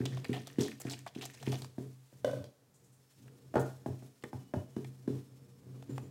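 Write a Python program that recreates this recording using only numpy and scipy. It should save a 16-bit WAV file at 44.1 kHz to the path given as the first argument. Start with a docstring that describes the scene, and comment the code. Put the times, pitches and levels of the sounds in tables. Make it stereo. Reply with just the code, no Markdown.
"""Small hard room: a wooden spoon stirs thick liquid in a plastic tub on a table; water is poured in.
Spoon blows are low pushes that ring table, tub and spoon modes; a cup set down rings its own modes.
Splashes are noise snaps, bubble tones and plops; pouring adds lumpy hiss and crackle.
A glove brushes the tub, stirred liquid hums, thin tones come and go over a steady noise floor.
Dense echoes ring briefly; a suppressor lowers everything above the bass when it is quiet."""
import sys
import numpy as np
from scipy import signal
from scipy.fft import rfft, irfft
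from scipy.io import wavfile
from scipy.ndimage import uniform_filter1d

SR = 44100
rng = np.random.default_rng(int(sys.argv[2]) if len(sys.argv) > 2 else 0)


def pcm_store(signal):
    """Save signal as 16-bit PCM."""
    levels = np.round(np.clip(np.atleast_2d(signal), -1, 1) * 32767)
    wavfile.write(sys.argv[1], SR, levels.astype(np.int16).T)


N = 269010
T = np.arange(N) / SR  # s
POUR_END_S = 1.5


def undb(db):
    """Amplitude ratio of a level in dB."""
    return 10 ** (np.asarray(db) / 20)


def unit(x):
    """Scale to RMS 1."""
    return x / np.sqrt(np.mean(x ** 2))


def band(x, hz, q):
    """Second-order band-pass, gain 1 at the centre."""
    return signal.lfilter(*signal.iirpeak(hz, q, fs=SR), x)


def colour(x, points):
    """Shape a spectrum by (Hz, dB) points, interpolated over log frequency."""
    hz, db = np.transpose(points)
    f = np.fft.rfftfreq(N, 1 / SR) + 1
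    gain = undb(np.interp(np.log(f), np.log(hz), db))
    return irfft(rfft(x) * gain, N)


def add(out, start_s, sound):
    """Mix a sound in place from start_s, cut at the end of out."""
    i = int(start_s * SR)
    n = min(out.shape[-1] - i, sound.shape[-1])
    out[..., i:i + n] += sound[..., :n]


def ring(modes, scatter_db, rise_s, q, clean_db):
    """Struck resonances: each a clear tone in a cluster of close ones (width Hz / q) that beat unevenly."""
    t, y = T[:SR // 2], 0
    settle = SR // 8  # samples of filter run-in, discarded
    for hz, level_db, t60_s in modes:
        fade = np.exp(-np.log(1000) * t / t60_s)
        noise = rng.standard_normal(len(t) + settle)
        cluster = unit(band(band(noise, hz, q), hz, q)[settle:])
        mode = (cluster + undb(clean_db) * np.sin(2 * np.pi * hz * t)) * fade
        # energy set by level and scatter, not by the beating
        mode *= np.sqrt(np.sum(fade ** 2) / np.sum(mode ** 2))
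        y = y + undb(level_db + scatter_db * rng.standard_normal()) * mode
    return y * (1 - np.exp(-t / rise_s))


def tap(hz, cycles):
    """Hard contact: a tone that dies within a few cycles."""
    turns = T[:SR // 2] * hz
    return np.sin(2 * np.pi * turns) * np.exp(-turns / cycles)


def burst(hz, q, peak_s):
    """Puff of band noise, quick up to peak_s and slower down."""
    t = T[:SR // 8] / peak_s
    return unit(band(rng.standard_normal(len(t)), hz, q)) * np.e * t * np.exp(-t)


def bubbles(count, span_s, low_hz, top_hz, cycles, spread_db, crowd=1):
    """Bubbles at random moments: short rising tones, each with its own pan; crowd > 1 packs the start."""
    out = np.zeros((2, int(span_s * SR) + SR // 10))
    for moment, pitch, size, side in rng.random((count, 4)):
        hz = min(low_hz * (top_hz / low_hz) ** pitch, 14000)
        turns = T[:int(5 * cycles * SR / hz)] * hz
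        tone = np.sin(2 * np.pi * turns * (1 + 0.045 * turns / cycles)) * np.exp(-turns / cycles)
        pan = np.sqrt([[side], [1 - side]])
        add(out, moment ** crowd * span_s, undb(spread_db * size ** 2) * tone * pan)
    return out / np.abs(out).max()


# spoon on tub wall: (start_s, thud_db, contact_hz, boom_db, wall_db); boom and wall relative to thud
SPOON_KNOCKS = [(0.004, -24, 413, -10, -25), (0.293, -21.5, 425, -19, -42), (0.585, -17, 480, -23, -26),
                (0.851, -28, 684, -18, -24), (1.161, -31, 690, -23.5, -24),
                (1.474, -23.5, 420, -15.5, -19.5), (1.782, -27, 663, -18.5, -23),
                (2.127, -50.5, 568, -5, -8.5), (3.541, -30, 657, -34, -10), (3.556, -23, 596, -12, -5),
                (3.568, -26, 413, -26, -5), (3.579, -32.5, 450, -20, -0.5), (3.861, -27.5, 660, -15, -14),
                (4.024, -42, 710, -11, -13), (4.238, -36, 485, -40, -11.5), (4.331, -34, 850, -13.5, -10.5),
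                (4.538, -25.5, 598, -18, -10.5), (4.765, -25.5, 456, -20.5, -19.5),
                (5.077, -21, 440, -20, -24.5), (5.664, -49, 390, -15, -15), (5.894, -32.5, 413, -8.5, -36),
                (6.028, -40.5, 510, -7.5, -29)]
# resonances of table top, tub body: (mode_hz, level_db, t60_s)
TABLE_MODES = [(99.2, -9, 0.47), (130.14, 7, 0.44), (183.9, -4, 0.25)]
TUB_MODES = [(225.2, 1, 0.14), (266.4, 5, 0.15), (304.4, -1, 0.077), (347.5, -5, 0.14), (423, -0.5, 0.2),
             (454, -8.5, 0.097)]
# resonances of tub wall, spoon: (mode_hz, level_db, undamped_t60_s)
WALL_MODES = [(566, -2, 0.12), (634, 0.88, 0.17), (802, 0.4, 0.11), (928, -2, 0.098), (1040, -3.9, 0.046),
              (1169, -2.7, 0.043)]
SPOON_MODES = [(1227, -3, 0.1), (1439, 2, 0.098), (1750, -9, 0.11)]
CRACK_DB, CRACK_PER_WALL_DB = -7.5, 0.77  # the harder the wall rings, the sharper the crack
DAMP_PER_WALL_DB = 0.55
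THUD_REPEAT_S, THUD_REPEAT_DB = 0.02423, -5  # the thud and tub body sound once more, softer


def damped(modes, wall_db):
    """A glancing blow leaves the spoon against the wall: decay shortens as wall_db falls."""
    return [(hz, db, t60_s * undb(DAMP_PER_WALL_DB * wall_db)) for hz, db, t60_s in modes]


def spoon():
    """A dull push of one or two cycles, then walls, table and spoon ring; the heavy table answers late."""
    out, t = np.zeros(N), T[:SR // 2]
    for start_s, thud_db, contact_hz, boom_db, wall_db in SPOON_KNOCKS:
        crack_db = CRACK_DB + CRACK_PER_WALL_DB * wall_db
        thud = -np.sin(2 * np.pi * 262 * t) * np.exp(-((t - .004) / 0.0028) ** 2)
        body = undb(-20.0) * ring(TUB_MODES, 0.25, 0.0066, 6.7, 0.2)
        boom = ring(TABLE_MODES, 0.42, 0.018, 39.0, 1.3)
        wall = undb(10.0) * tap(contact_hz, 2.4)
        wall += undb(-6) * ring(damped(WALL_MODES, wall_db), 2.84, 0.00061, 10.4, 1.)
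        crack = tap(1600 * undb(0.24 * rng.standard_normal()), 4.6)
        add(crack, 0, undb(-14.5) * burst(3600, 1.0, 0.0016))
        # a blow both hard and bright rings the spoon itself
        wood = ring(damped(SPOON_MODES, wall_db), 0.43, 0.000525, 8., 2.)
        knock = thud + body + undb(boom_db) * boom + undb(wall_db) * wall
        knock += undb(crack_db) * crack + undb(wall_db + crack_db) * wood
        add(out, start_s, undb(thud_db) * knock)
        add(out, start_s + THUD_REPEAT_S, undb(thud_db + THUD_REPEAT_DB) * (thud + body))
    return out


# low thumps on the table: the tub rocking back after a side blow, or at 2.4 s the cup settling: (start_s,
# level_db)
TABLE_BUMPS = [(2.402, -46.5), (3.601, -43), (3.884, -40), (4.344, -41.5), (4.563, -32)]
# low resonances the thumps excite: (mode_hz, level_db, t60_s)
BUMP_MODES = [(100, 3.5, 0.18), (182.5, -1.5, 0.086)]


def table_bumps():
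    """Each thump excites a few low modes."""
    out = np.zeros(N)
    for start_s, level_db in TABLE_BUMPS:
        add(out, start_s, undb(level_db) * ring(BUMP_MODES, 1.2, 0.0042, 15.0, 4.3))
    return out


SLOSH_DB, SLOSH_DECAY_S = -18.5, 0.053  # level re thud, amplitude decay


def slosh():
    """Power of the liquid that each knock throws about, settling again."""
    out = np.zeros(N)
    for start_s, thud_db, *_ in SPOON_KNOCKS:
        add(out, start_s, undb(thud_db + SLOSH_DB) ** 2 * np.exp(-2 * T[:SR] / SLOSH_DECAY_S))
    return out


# splashes and wet clicks: (start_s, level_db, centre_hz, plop_db); plop relative to splash
SPLASH_EVENTS = [(0.0551, -27.5, 3750, -13.5), (0.171, -44, 2960, 1), (0.245, -34.5, 2460, -6.5),
                 (0.3302, -33, 2320, -13.5), (0.3581, -42.5, 3060, -4.5), (0.4717, -32, 4640, -14),
                 (0.6084, -28.5, 4290, -21), (0.6436, -37, 3900, -16.5), (0.801, -34, 9200, -14),
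                 (0.8147, -33, 7350, -16), (0.867, -41, 1810, -17), (0.898, -31.5, 4300, -32),
                 (0.909, -45.5, 4200, -8), (0.9345, -35.5, 2700, -12), (1.064, -37.5, 1205, -2.5),
                 (1.075, -40.5, 4030, -10), (1.1498, -38.5, 3000, -37), (1.212, -35, 3520, -27),
                 (1.2224, -35, 2960, -15), (1.2538, -33, 6500, -15.5), (1.3416, -40, 4900, -12),
                 (1.401, -43, 3160, -32.5), (1.427, -39, 4380, -4), (1.519, -33.5, 3310, -8.5),
                 (1.62, -35, 4660, -9), (1.6455, -41.5, 4700, 1.5), (3.28, -48.5, 1630, -21),
                 (3.596, -38, 8300, -30), (4.225, -47, 3000, -13), (4.2381, -35, 1900, -14),
                 (4.846, -43, 2500, -1.5), (5.8251, -48, 2980, 5), (5.98, -46, 1450, 14)]
SPLASH_S, THROWN_S, CLICK_S = 0.0023, 0.0095, 0.001  # pouring, just after a knock, after pouring
THROWN_WITHIN_S = .075


def splashes():
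    """Each is a snap, a spray of bubbles and a plop; longer when a knock has just thrown the liquid."""
    out = np.zeros((2, N))
    for start_s, level_db, hz, plop_db in SPLASH_EVENTS:
        thrown = any(.01 < start_s - knock[0] < THROWN_WITHIN_S for knock in SPOON_KNOCKS[1:])
        length_s = THROWN_S if thrown else SPLASH_S if start_s < POUR_END_S else CLICK_S
        splash = bubbles(count=40, span_s=4 * length_s, low_hz=0.707 * hz, top_hz=1.9 * hz,
                         cycles=4., spread_db=16, crowd=1.5)
        snap = 0.9 * tap(hz, 1.77) + 1.1 * tap(7700, 1.8)
        add(splash, 0, snap * (0.00088 / length_s) ** 0.21)  # more snap in brief ones
        add(splash, 0, undb(-18.5) * np.array([burst(1.5 * hz, .6, length_s) for _ in range(2)]))
        add(splash, 0, undb(plop_db) * burst(716.0, 6.3, length_s))
        add(out, start_s, undb(level_db) * splash)
    return out


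# water hiss spectrum: (freq_hz, level_db_per_hz)
FIZZ_SPECTRUM = [(400, -29), (1000, -10), (3000, -7.5), (8000, -6.5), (16000, -14)]


def fizz():
    """Lumpy hiss; bubbles crackle and drip over it while water pours."""
    lumps = undb(3 * unit(uniform_filter1d(rng.standard_normal(N), SR // 40)))
    hiss = unit(colour(lumps * rng.standard_normal((2, N)), FIZZ_SPECTRUM))
    crackle = bubbles(count=700, span_s=POUR_END_S, low_hz=1620, top_hz=12340, cycles=2., spread_db=20)
    drips = bubbles(count=2200, span_s=POUR_END_S, low_hz=1500, top_hz=6000, cycles=6., spread_db=19)
    pour = undb(1.5) * unit(crackle) + undb(-3.0) * unit(drips)
    add(hiss, 0, lumps[:pour.shape[1]] ** 1.72 * pour)
    return hiss


# resonances of the air above the liquid: (mode_hz, q, level_db)
CAVITY_MODES = [(1820, 45, 0), (3380, 41, -14)]


def water(fizz_db):
    """Splashes and fizz also excite the air above the liquid."""
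    wet = splashes() + undb(fizz_db) * fizz()
    return wet + sum(undb(level_db) * band(wet, hz, q) for hz, q, level_db in CAVITY_MODES)


# cup set down, rocking to rest: (start_s, level_db, rim_tick_db)
CUP_CONTACTS = [(2.246, -19.5, -42), (2.277, -25, -55), (2.295, -28.5, -66), (2.312, -37.5, -51.5),
                (2.331, -29.5, -78), (2.441, -42.5, -51.5)]
# resonances of the cup: (mode_hz, level_db, t60_s)
CUP_MODES = [(119.7, -15.5, 0.36), (278, -15.5, 0.29), (477, -24.5, 0.12), (515.6, -2.5, 0.115),
             (581.6, 2.5, 0.061), (996, -14.5, 0.046), (1514, -10, 0.036), (1970, -27, 0.083)]


def cup():
    """The thin cup rings higher than the tub, with a rim tick at each contact."""
    out = np.zeros(N)
    for start_s, level_db, tick_db in CUP_CONTACTS:
        body = undb(-7.0) * tap(565, 7.3) + undb(-7.5) * ring(CUP_MODES, 0.82, 0.00077, 14., 4.4)
        tick = burst(3000, 1.0, 0.0014) + 0.58 * tap(1400, 4)[:SR // 8]
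        add(out, start_s, undb(level_db) * body)
        add(out, start_s, undb(tick_db) * tick)
    return out


# glove brushing the tub: (start_s, level_db, centre_hz)
GLOVE_BRUSHES = [(2.738, -62.5, 7500), (2.834, -64, 7800), (2.92, -64, 8500)]


def glove():
    """Faint high brushes of cloth: puffs of band noise."""
    out = np.zeros(N)
    for start_s, level_db, hz in GLOVE_BRUSHES:
        add(out, start_s, undb(level_db) * burst(hz, 3.6, 0.012))
    return out


def swirl(level_db):
    """The moving liquid pushes the tub unevenly and keeps table and walls humming."""
    lumps = undb(3 * unit(uniform_filter1d(rng.standard_normal(N), SR // 25)))
    push = rng.standard_normal(N) * lumps
    table = sum(undb(db) * unit(band(push, hz, hz * t60_s / 2.2)) for hz, db, t60_s in TABLE_MODES)
    tub = sum(undb(db) * unit(band(band(push, hz, 6.7), hz, 6.7)) for hz, db, _ in TUB_MODES)
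    return undb(level_db) * unit(table + undb(-7.0) * tub)


# echo bands of the room: (centre_hz, t60_s, level_db)
ROOM_BANDS = [(303, 0.36, -17.5), (775, 0.43, -23), (2200, 0.25, -12.5), (6220, 0.59, -5)]


def room(x):
    """Dense decaying echoes band by band; the bass is alike in both channels, the treble is not."""
    t, tail = T[:SR // 2], 0
    for hz, t60_s, level_db in ROOM_BANDS:
        fade = np.exp(-np.log(1000) * t / t60_s)
        mid, side = band(rng.standard_normal((2, len(t))), hz, 0.66) * fade
        both = mid + min(hz / 600, 1.1) * side * np.array([[1], [-1]])
        tail = tail + undb(level_db) * both / np.sqrt(np.sum(mid ** 2))
    tail = tail * (1 - np.exp(-t / .006))
    # a small room holds no dense echoes in the deep bass
    tail = signal.lfilter(*signal.butter(2, 200, "high", fs=SR), tail)
    return signal.fftconvolve(x[None], tail, axes=1)[:, :N]


# noise floor spectrum: (freq_hz, level_db_per_hz)
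HUSH_SPECTRUM = [(20, 10.5), (60, -6), (130, -22.5), (400, -7.5), (900, -8.5), (3000, -17), (6000, -15),
                 (16000, -19.5)]
HUSH_DB = -63.5


def hush():
    """Steady coloured noise, wider in the treble than in the bass."""
    mid, side = colour(rng.standard_normal((2, N)), HUSH_SPECTRUM)
    side = signal.lfilter(*signal.butter(1, 400, "high", fs=SR), side)
    return undb(HUSH_DB) * unit(mid + 1.12 * side * np.array([[1], [-1]]))


# faint thin tones: (start_s, length_s, pitch_hz, level_db)
THIN_TONES = [(2.98, 2.8, 5366, -80.5), (4.387, 0.45, 2950, -74.5), (5.88, 0.3, 7160, -73)]


def whines():
    """Narrow-band noise heard as thin tones, with 20 ms fades."""
    out = np.zeros(N)
    for start_s, length_s, hz, level_db in THIN_TONES:
        thin = unit(band(band(rng.standard_normal(N), hz, 120.), hz, 120.))
        edge_s = np.minimum(T - start_s, start_s + length_s - T)
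        out += undb(level_db) * thin * np.clip(edge_s * 50, 0, 1)
    return out


# stirring and water over time: (time_s, swirl_db, fizz_db)
STIR_LEVELS = [(0, -44, -72), (.55, -55.5, -63), (1.2, -62.5, -69.5), (1.55, -45.5, -51.5),
               (1.679, -52, -63), (1.798, -61, -67), (2.1, -74, -60), (2.351, -39.5, -61.5),
               (2.55, -67, -99), (2.72, -63.5, -76), (3.151, -67, -66.5), (3.248, -51.5, -64),
               (4.2, -64, -63.5), (4.501, -57, -66), (5.42, -57.5, -64.5), (5.652, -51, -69.5),
               (6.1, -50.5, -65)]
SPRAY_DB, SPRAY_RISE_S = -24.5, 0.0083  # level re slosh, smoothing time


def scene():
    """Knocks feed swirl and, during the pour, fizz; solids and water excite the room."""
    time_s, swirl_db, fizz_db = np.transpose(STIR_LEVELS)
    slosh_power = slosh()
    swirl_power = undb(np.interp(T, time_s, swirl_db)) ** 2 + slosh_power
    solid = spoon() + table_bumps() + cup() + glove() + swirl(10 * np.log10(swirl_power))
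    step = 1 / (SPRAY_RISE_S * SR)
    spray_power = undb(SPRAY_DB) ** 2 * signal.lfilter([step], [1, step - 1], slosh_power)
    fizz_power = undb(np.interp(T, time_s, fizz_db)) ** 2 + spray_power * (T < POUR_END_S)
    wet = water(10 * np.log10(fizz_power))
    echoes = room(solid + undb(-6.5) * wet.mean(0))
    return solid + wet + echoes + hush() + whines()


TOP_HZ = 15800


def record(dry):
    """A suppressor lowers all above the bass as its level falls past a threshold; bass and top are cut."""
    upper = signal.lfilter(*signal.butter(1, 300, "high", fs=SR), dry)
    power = uniform_filter1d(upper.mean(0) ** 2, SR // 50, origin=SR // 120)  # 20 ms, mostly past
    loud_db = 10 * np.log10(power + 1e-12)
    shut = 1 / (1 + np.exp((loud_db + 52.5) / 2.7))  # 0 open, 1 shut; half at -52.5 dB
    y = dry - upper + upper * undb(-7 * shut)
    y = signal.sosfilt(signal.butter(3, 72, "high", fs=SR, output="sos"), y)
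    return signal.sosfilt(signal.ellip(8, .2, 70, TOP_HZ, fs=SR, output="sos"), y)


dry = scene()
out = record(dry)
pcm_store(out)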